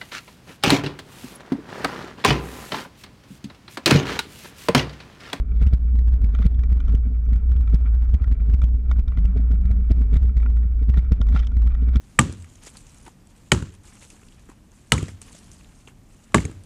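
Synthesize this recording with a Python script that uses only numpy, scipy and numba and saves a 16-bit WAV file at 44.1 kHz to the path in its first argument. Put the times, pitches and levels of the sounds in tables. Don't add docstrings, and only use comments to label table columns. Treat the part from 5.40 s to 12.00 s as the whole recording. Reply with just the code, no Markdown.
import sys
import numpy as np
from scipy import signal
from scipy.fft import rfft, irfft, next_fast_len
from scipy.io import wavfile
from scipy.ndimage import uniform_filter1d, map_coordinates
from numba import njit

SR = 44100
rng = np.random.default_rng(int(sys.argv[2]) if len(sys.argv) > 2 else 0)


def gain_from_db(level_db):
    decades = np.asarray(level_db, float) / 20
    return 10 ** decades


def wav_out(sig):
    wavfile.write(sys.argv[1], SR, np.round(np.clip(np.atleast_2d(sig).T, -1, 1) * 32767).astype(np.int16))


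N = 291060
TIME = np.arange(N) / SR


def along(points, hz):
    f, v = np.transpose(points)
    return np.interp(np.log(hz + 1), np.log(f + 1), v)


def wobble(rate):
    knots = rng.standard_normal(int(N * rate / SR) + 4)
    return map_coordinates(knots, [np.arange(N) * rate / SR])


def noise():
    return rng.standard_normal(N)


def sparse(rate):
    return noise() * (rng.random(N) < rate / SR)


def filtered(x, response):
    m = next_fast_len(N + SR // 2)
    return irfft(rfft(x, m) * response(np.fft.rfftfreq(m, 1 / SR)), m)[:N]


def unit(x):
    return x / np.sqrt(np.mean(x ** 2))


def modes(table):
    def response(f):
        return sum((-1) ** k * gain_from_db(db) * 1j * f * w / (c * c - f * f + 1j * f * w)
                   for k, (c, w, db) in enumerate(table))
    return response


def steep(table):
    def response(f):
        return np.sqrt(sum(gain_from_db(2 * db) / (1 + (2 * (f - c) / w) ** 2) ** 2 for c, w, db in table))
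    return response


def swell(s, rise, fall):
    return np.interp(TIME, [s - rise, s, s + fall], [0, 1, 0])


# t/s, top signed up or down (full scale 1), relative knock level/dB
TALL_SWINGS = [(0.2265, 0.5, -18), (0.2376, -.45, -32.5), (0.267, -0.3, -33), (0.2739, 0.76, -26.5),
               (0.3374, 0.62, -13), (0.346, -.62, -31), (0.5554, 0.26, -30.5), (0.5909, .35, -39),
               (0.684, -.33, -30), (0.7401, .36, -32), (0.8455, .36, -25.5), (0.95, -0.19, -23.5),
               (1.009, 0.28, -23), (1.0661, 0.97, -11.5), (1.1937, -0.33, -32.5), (1.3285, -.4, -25),
               (1.3713, 0.27, -33), (1.497, 0.27, -29), (1.524, -0.28, -30), (1.5515, 0.5, -19.5),
               (1.8912, -0.25, -32), (1.9335, 0.36, -25.5), (1.9614, -0.31, -32), (2.1205, 0.32, -31.5),
               (2.1645, -0.26, -35), (2.2112, -0.29, -36.5), (2.3467, 0.79, -17.5), (2.356, -0.78, -33.5),
               (2.549, -0.25, -34), (2.7434, .4, -33.5), (2.7501, -.58, -29), (2.8217, 0.29, -31),
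               (2.878, -0.25, -34), (2.916, -0.3, -31.5), (2.925, 0.39, -23.5), (3.0193, 0.24, -36),
               (3.1001, -.3, -24.5), (3.139, -0.33, -26.5), (3.146, 0.58, -32), (3.242, .58, -22),
               (3.251, -.45, -34), (3.3525, -0.24, -34.5), (3.496, 0.24, -34), (3.57, -0.23, -32),
               (3.5964, 0.39, -29), (3.787, -0.3, -24.5), (3.856, .46, -25.5), (3.972, -0.25, -17.5),
               (4.0064, -0.24, -24.5), (4.1186, 0.33, -24), (4.1458, -0.26, -21.5), (4.2562, .32, -30),
               (4.3143, -0.37, -23), (4.3689, -0.24, -29), (4.5182, 0.89, -12), (4.553, 0.25, -31.5),
               (4.595, -0.23, -30), (4.6207, 0.32, -24.5), (4.733, 0.22, -26), (4.743, -0.58, -17),
               (4.7701, 0.82, -16), (4.855, -0.32, -26), (4.9693, -0.33, -29), (4.979, 0.47, -29.5),
               (5.0405, -0.21, -31), (5.102, 0.27, -34), (5.258, 0.19, -35), (5.4299, 0.26, -27),
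               (5.4944, -0.21, -23.5), (5.501, 0.55, -27), (5.5817, 0.55, -18), (5.591, -.55, -29),
               (5.7221, -0.42, -23), (5.73, .68, -16), (5.8143, -0.31, -22), (5.928, -0.33, -25.5),
               (5.957, -0.33, -17), (6.1699, -0.31, -27), (6.177, 0.32, -33.5), (6.2745, -.41, -25.5),
               (6.4372, 0.23, -25.5), (6.488, 0.27, -21.5), (6.5689, 0.65, -17.5)]
# t/s, depth/dB, half length/s
LULLS = [(0.066, 9, 0.042), (1.375, 5, 0.061), (2.81, 17.5, 0.046), (3.423, 7.5, 0.036),
         (3.623, 16.5, 0.057), (4.409, 4.5, 0.079), (6.111, 14.5, 0.033)]
# f/Hz, relative level/dB per Hz
BUFFET = [(8, -30.5), (18, -5), (30, 0.5), (50, 0.5), (80, -8), (120, -25), (300, -50), (1000, -88.5)]


def clamp():
    clamp_hz, usual_swing_db, buffet_db = 57.92, -19.5, -26.5
    free_swing = 0.37
    lull_db = sum(db * np.exp(-((TIME - s) / half) ** 2) for s, db, half in LULLS)
    turn = 2 * np.pi * np.cumsum(clamp_hz + 1.2 * wobble(18)) / SR
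    s, top, knock_db = np.transpose(TALL_SWINGS)
    at = np.round(s * SR).astype(int)

    shift = np.unwrap(np.pi * (top < 0) - turn[at])
    hold_until = np.maximum(s - .09, np.r_[0, s[:-1]] + 0.003)
    old_shift = np.r_[shift[0], shift[:-1]]
    turn = turn + np.interp(TIME, np.ravel([hold_until, s], "F"), np.ravel([old_shift, shift], "F"))

    size = np.sqrt(2) * gain_from_db(usual_swing_db - lull_db + 1.5 * wobble(20))
    calm = np.ones(N)
    peaks = np.abs(top) - 0.44 * gain_from_db(knock_db)
    for when, peak, i in zip(s, peaks, at):
        near = slice(max(i - SR // 10, 0), i + SR // 10)
        t = TIME[near]
        grip = np.exp(-((t - when) / np.where(t < when, .008, .016)) ** 2)
        size[near] += grip * (peak - size[near])
        calm[near] *= 1 - grip

    gusts = noise() * gain_from_db(0.77 * wobble(8.8))
    buffet = filtered(gusts, lambda hz: gain_from_db(along(BUFFET, hz)))
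    swing = size * np.cos(turn) + gain_from_db(buffet_db) * calm * unit(buffet)

    envelope = np.abs(signal.hilbert(swing, next_fast_len(N))[:N])
    width = uniform_filter1d(envelope, size=SR // 100)
    return swing / (1 + calm * (width / free_swing) ** 4) ** 0.2


# f/Hz, width/Hz, relative level/dB
FRAME = [(91.7, 40, 4), (180.6, 60, 1), (251.2, 44, -2.5), (422.8, 86, -13.5), (656, 110, -21)]


def frame():
    rumble_db = -41.5
    ground = noise() * gain_from_db(2 * wobble(45) + 1.5 * wobble(9))
    rumble = gain_from_db(rumble_db) * unit(filtered(ground, steep(FRAME)))

    push, grit = np.zeros(N + SR), np.zeros(N + SR)
    t = np.arange(-SR // 40, SR // 40) / SR
    shape = np.exp(-(t / np.where(t < 0, .007, .006)) ** 2)
    early = np.roll(shape, -SR // 125)
    for s, top, db in TALL_SWINGS:
        luck = rng.standard_normal(len(t))
        i = round((s + t[0]) * SR)
        knock_hz = 140 * (1 + .1 * luck[0])
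        knock = gain_from_db(db - 8) * shape * np.cos(2 * np.pi * knock_hz * t)
        lead = t + .01
        shudder = gain_from_db(db - 13.5) * np.exp(-(lead / 0.006) ** 2) * np.cos(2 * np.pi * 240 * lead)
        push[i:i + len(t)] += np.sign(top) * (knock + shudder)
        grit[i:i + len(t)] += gain_from_db(db + 15.0) * early * luck

    shaking = rumble + filtered(grit[:N], steep(FRAME))
    return push[:N] + filtered(shaking, lambda hz: 1 / (1 + 1j * hz / 900) ** 2)


# t/s, peak level/dB, relative brightness/dB
CLICKS = [(0.284, -36.5, -6), (0.9484, -33, -9.5), (0.988, -34, -14.5), (1.0193, -35, -8),
          (1.1439, -46.5, -8), (1.235, -36.5, -10), (1.402, -35.5, -11.5), (1.4806, -36, -8.5),
          (2.114, -43, -3), (2.1639, -47.5, 4), (2.2742, -40.5, -17), (2.359, -35.5, -13),
          (2.841, -36.5, -14), (3.2173, -32.5, -11), (3.5127, -26, -8.5), (3.6801, -36, -8),
          (3.7198, -40, -32.5), (3.7721, -36.5, -16), (3.963, -51.5, -1), (4.111, -43, -6.5),
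          (4.4995, -51, 7.5), (4.5042, -46, 2), (4.764, -37, -2.5), (4.893, -45, -15),
          (4.9998, -41.5, -12.5), (5.029, -38, -41), (5.0599, -34, -32), (5.168, -44, -15),
          (5.23, -44.5, -26), (5.5402, -32.5, -36), (5.5725, -32.5, -12), (5.646, -46, -9.5),
          (5.718, -33, -13), (5.8141, -26, -4), (5.886, -36, -9), (5.9474, -35, -4.5), (5.9615, -22, -37.5),
          (5.972, -37, 6), (5.9923, -34, 12), (5.998, -33, 1), (6.032, -45, -8), (6.0467, -42.5, 11),
          (6.0692, -35.5, 9), (6.117, -47, -12), (6.273, -38.5, -10), (6.319, -44.5, -26),
          (6.349, -37.5, -12), (6.42, -45.5, -5.5), (6.557, -28, -4.5)]
# f/Hz, relative level/dB, t60/s
TUBES = [(650, -13, .02), (1180, -11, .02), (1380, -1, .023), (1950, -3, .012), (2340, -10, .03),
         (3150, -4, .009), (3480, -5, .009), (5050, -27, .05)]


def clicks():
    out, t = np.zeros(N + SR), np.arange(SR // 12) / SR
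    blow = t[:SR // 80] / 0.0014
    crack = np.sin(2 * np.pi * 5500 * t)
    for s, db, bright_db in CLICKS:
        ring = gain_from_db(bright_db + 8.5 - 60 * t / 0.0016) * crack
        for hz, level, t60 in TUBES:
            strength_db = level + (bright_db + 8) * (hz > 2800) + 2 * rng.standard_normal()
            mode_hz = hz * (1 + .025 * rng.standard_normal())
            ring += gain_from_db(strength_db - 60 * t / t60) * np.sin(2 * np.pi * mode_hz * t)
        burst = rng.standard_normal(len(blow)) * blow * np.exp(-blow)
        click = np.convolve(ring, burst)[:len(t)]
        out[round(s * SR):][:len(t)] += gain_from_db(db) * click / np.abs(click).max()
    return out[:N]


# t/s of the loudest, rms level/dB
SCRAPES = [(.17, -61.5), (0.224, -49.5), (0.33, -59.5), (0.952, -53.5), (1.028, -49.5), (1.055, -55),
           (1.492, -56), (2.619, -64), (4.511, -58), (4.756, -47), (5.581, -48), (5.94, -53.5),
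           (5.976, -40.5), (6.031, -51), (6.555, -47.5)]


def scrapes():
    ticks = sparse(6000) * gain_from_db(3 * wobble(120))
    broad = [(hz, 4.5 / t60, db / 2 - 8 * (hz > 2800)) for hz, db, t60 in TUBES]
    crunch = filtered(ticks, modes(broad + [(3000, 4000, -11)]))
    crunch = filtered(crunch, lambda hz: 1 / (1 + 1j * hz / 4500) ** 2)
    level = sum(gain_from_db(db) * swell(s, 0.035, 0.032) for s, db in SCRAPES)
    level += sum(gain_from_db(db - 33) * swell(s, .012, 0.018) for s, _, db in TALL_SWINGS)
    return level * unit(crunch)


# t/s, relative level/dB
RIDE = [(0, -65.5), (.26, -60), (.55, -66), (1.38, -62.5), (1.62, -66.5), (2.66, -58), (3.38, -66.5),
        (3.65, -61), (4.78, -63.5), (5.27, -66.5), (5.85, -60.5), (6.1, -64.5), (6.6, -59)]


def roughness_db():
    s, db = np.transpose(RIDE)
    return np.interp(TIME, s, db)


def chatter():
    ticks = sparse(1300) * gain_from_db(3 * wobble(70))
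    middle = [(hz, 3.6 / t60, db / 2 + 30 * np.log10(t60)) for hz, db, t60 in TUBES if 1000 < hz < 4000]
    hum = filtered(ticks, modes(middle))
    hum = filtered(hum, lambda hz: 1 / (1 + (hz / 3600) ** 2))
    flutter_db = 3 * wobble(30)
    return gain_from_db(roughness_db() - 4 + flutter_db) * unit(hum)


# start t/s, end t/s, first f/Hz, last f/Hz, level/dB (rms at the fullest, before it wavers)
DRONE = [(3.7, 4.007, 168.7, 192.8, -37.5), (4.185, 4.45, 190, 181, -34.5)]


def drone():
    out, waver = np.zeros(N), gain_from_db(2.5 * wobble(35))
    for start, end, first_hz, last_hz, db in DRONE:
        u = np.clip((TIME - start) / (end - start), 0, 1)
        hz = first_hz + (last_hz - first_hz) * u + 5 * wobble(20)
        fade = np.abs(np.sin(np.pi * u)) ** .6
        out += gain_from_db(db) * fade * np.sin(2 * np.pi * np.cumsum(hz) / SR)
    return np.sqrt(2) * waver * out


# f/Hz, relative level/dB per Hz
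TYRES = [(300, -22), (700, 1.5), (1500, 1.5), (3000, -21), (6000, -28.5), (12000, -35), (16000, -39)]


def tyres():
    hiss = filtered(noise() * gain_from_db(3.5 * wobble(30)), lambda hz: gain_from_db(along(TYRES, hz)))
    grit = filtered(sparse(200) * gain_from_db(4 * wobble(12)), modes([(3200, 3000, 0)]))
    return gain_from_db(roughness_db() - 4.5) * (unit(hiss) + gain_from_db(-13.0) * unit(grit))


def bird():
    start_s, length_s, level_db = 1.838, .028, -63
    first_hz, last_hz = 6300, 5650
    u = np.clip((TIME - start_s) / length_s, 0, 1)
    hz = first_hz + (last_hz - first_hz) * u
    fade = np.interp(u, [0, .7, 1], [0, 1, 0]) ** 2
    return gain_from_db(level_db) * fade * np.sin(2 * np.pi * np.cumsum(hz) / SR)


def air():
    hiss = filtered(noise(), lambda hz: 1 / (1 + 1j * hz / 3000) / (1 + (1500 / (hz + 1)) ** 2))
    return gain_from_db(-78 + 2.1 * wobble(10)) * unit(hiss)


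def scene():
    bike = clamp() + frame() + clicks() + scrapes() + chatter() + drone() + tyres()
    return (bike + bird() + air())[None]


@njit
def stepped_gain(x, limit, fall, rise, step_db, top_db, lag, quiet):
    y, wanted, gain_db = np.zeros_like(x), top_db, top_db
    for i in range(len(x)):
        over = abs(y[i - lag]) - limit
        wanted = wanted - fall * over if over > 0 else min(wanted + rise, top_db)
        if wanted < gain_db - step_db:
            gain_db -= step_db
        elif wanted >= gain_db + step_db and abs(x[i]) < quiet:
            gain_db += step_db
        y[i] = x[i] * 10 ** (gain_db / 20)
    return y


def low_pass(x):
    return signal.sosfilt(signal.butter(12, 15820, fs=SR, output="sos"), x)


def record(dry):
    y = stepped_gain(dry[0], limit=0.245, fall=5400 / SR, rise=180 / SR, step_db=.45, top_db=2.2,
                     lag=round(0.00061 * SR), quiet=.08)
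    mix = filtered(y, lambda hz: 1 / (1 + 1j * hz / 8000) ** 2)[None]
    return low_pass(mix)


dry = scene()
out = record(dry)
wav_out(out)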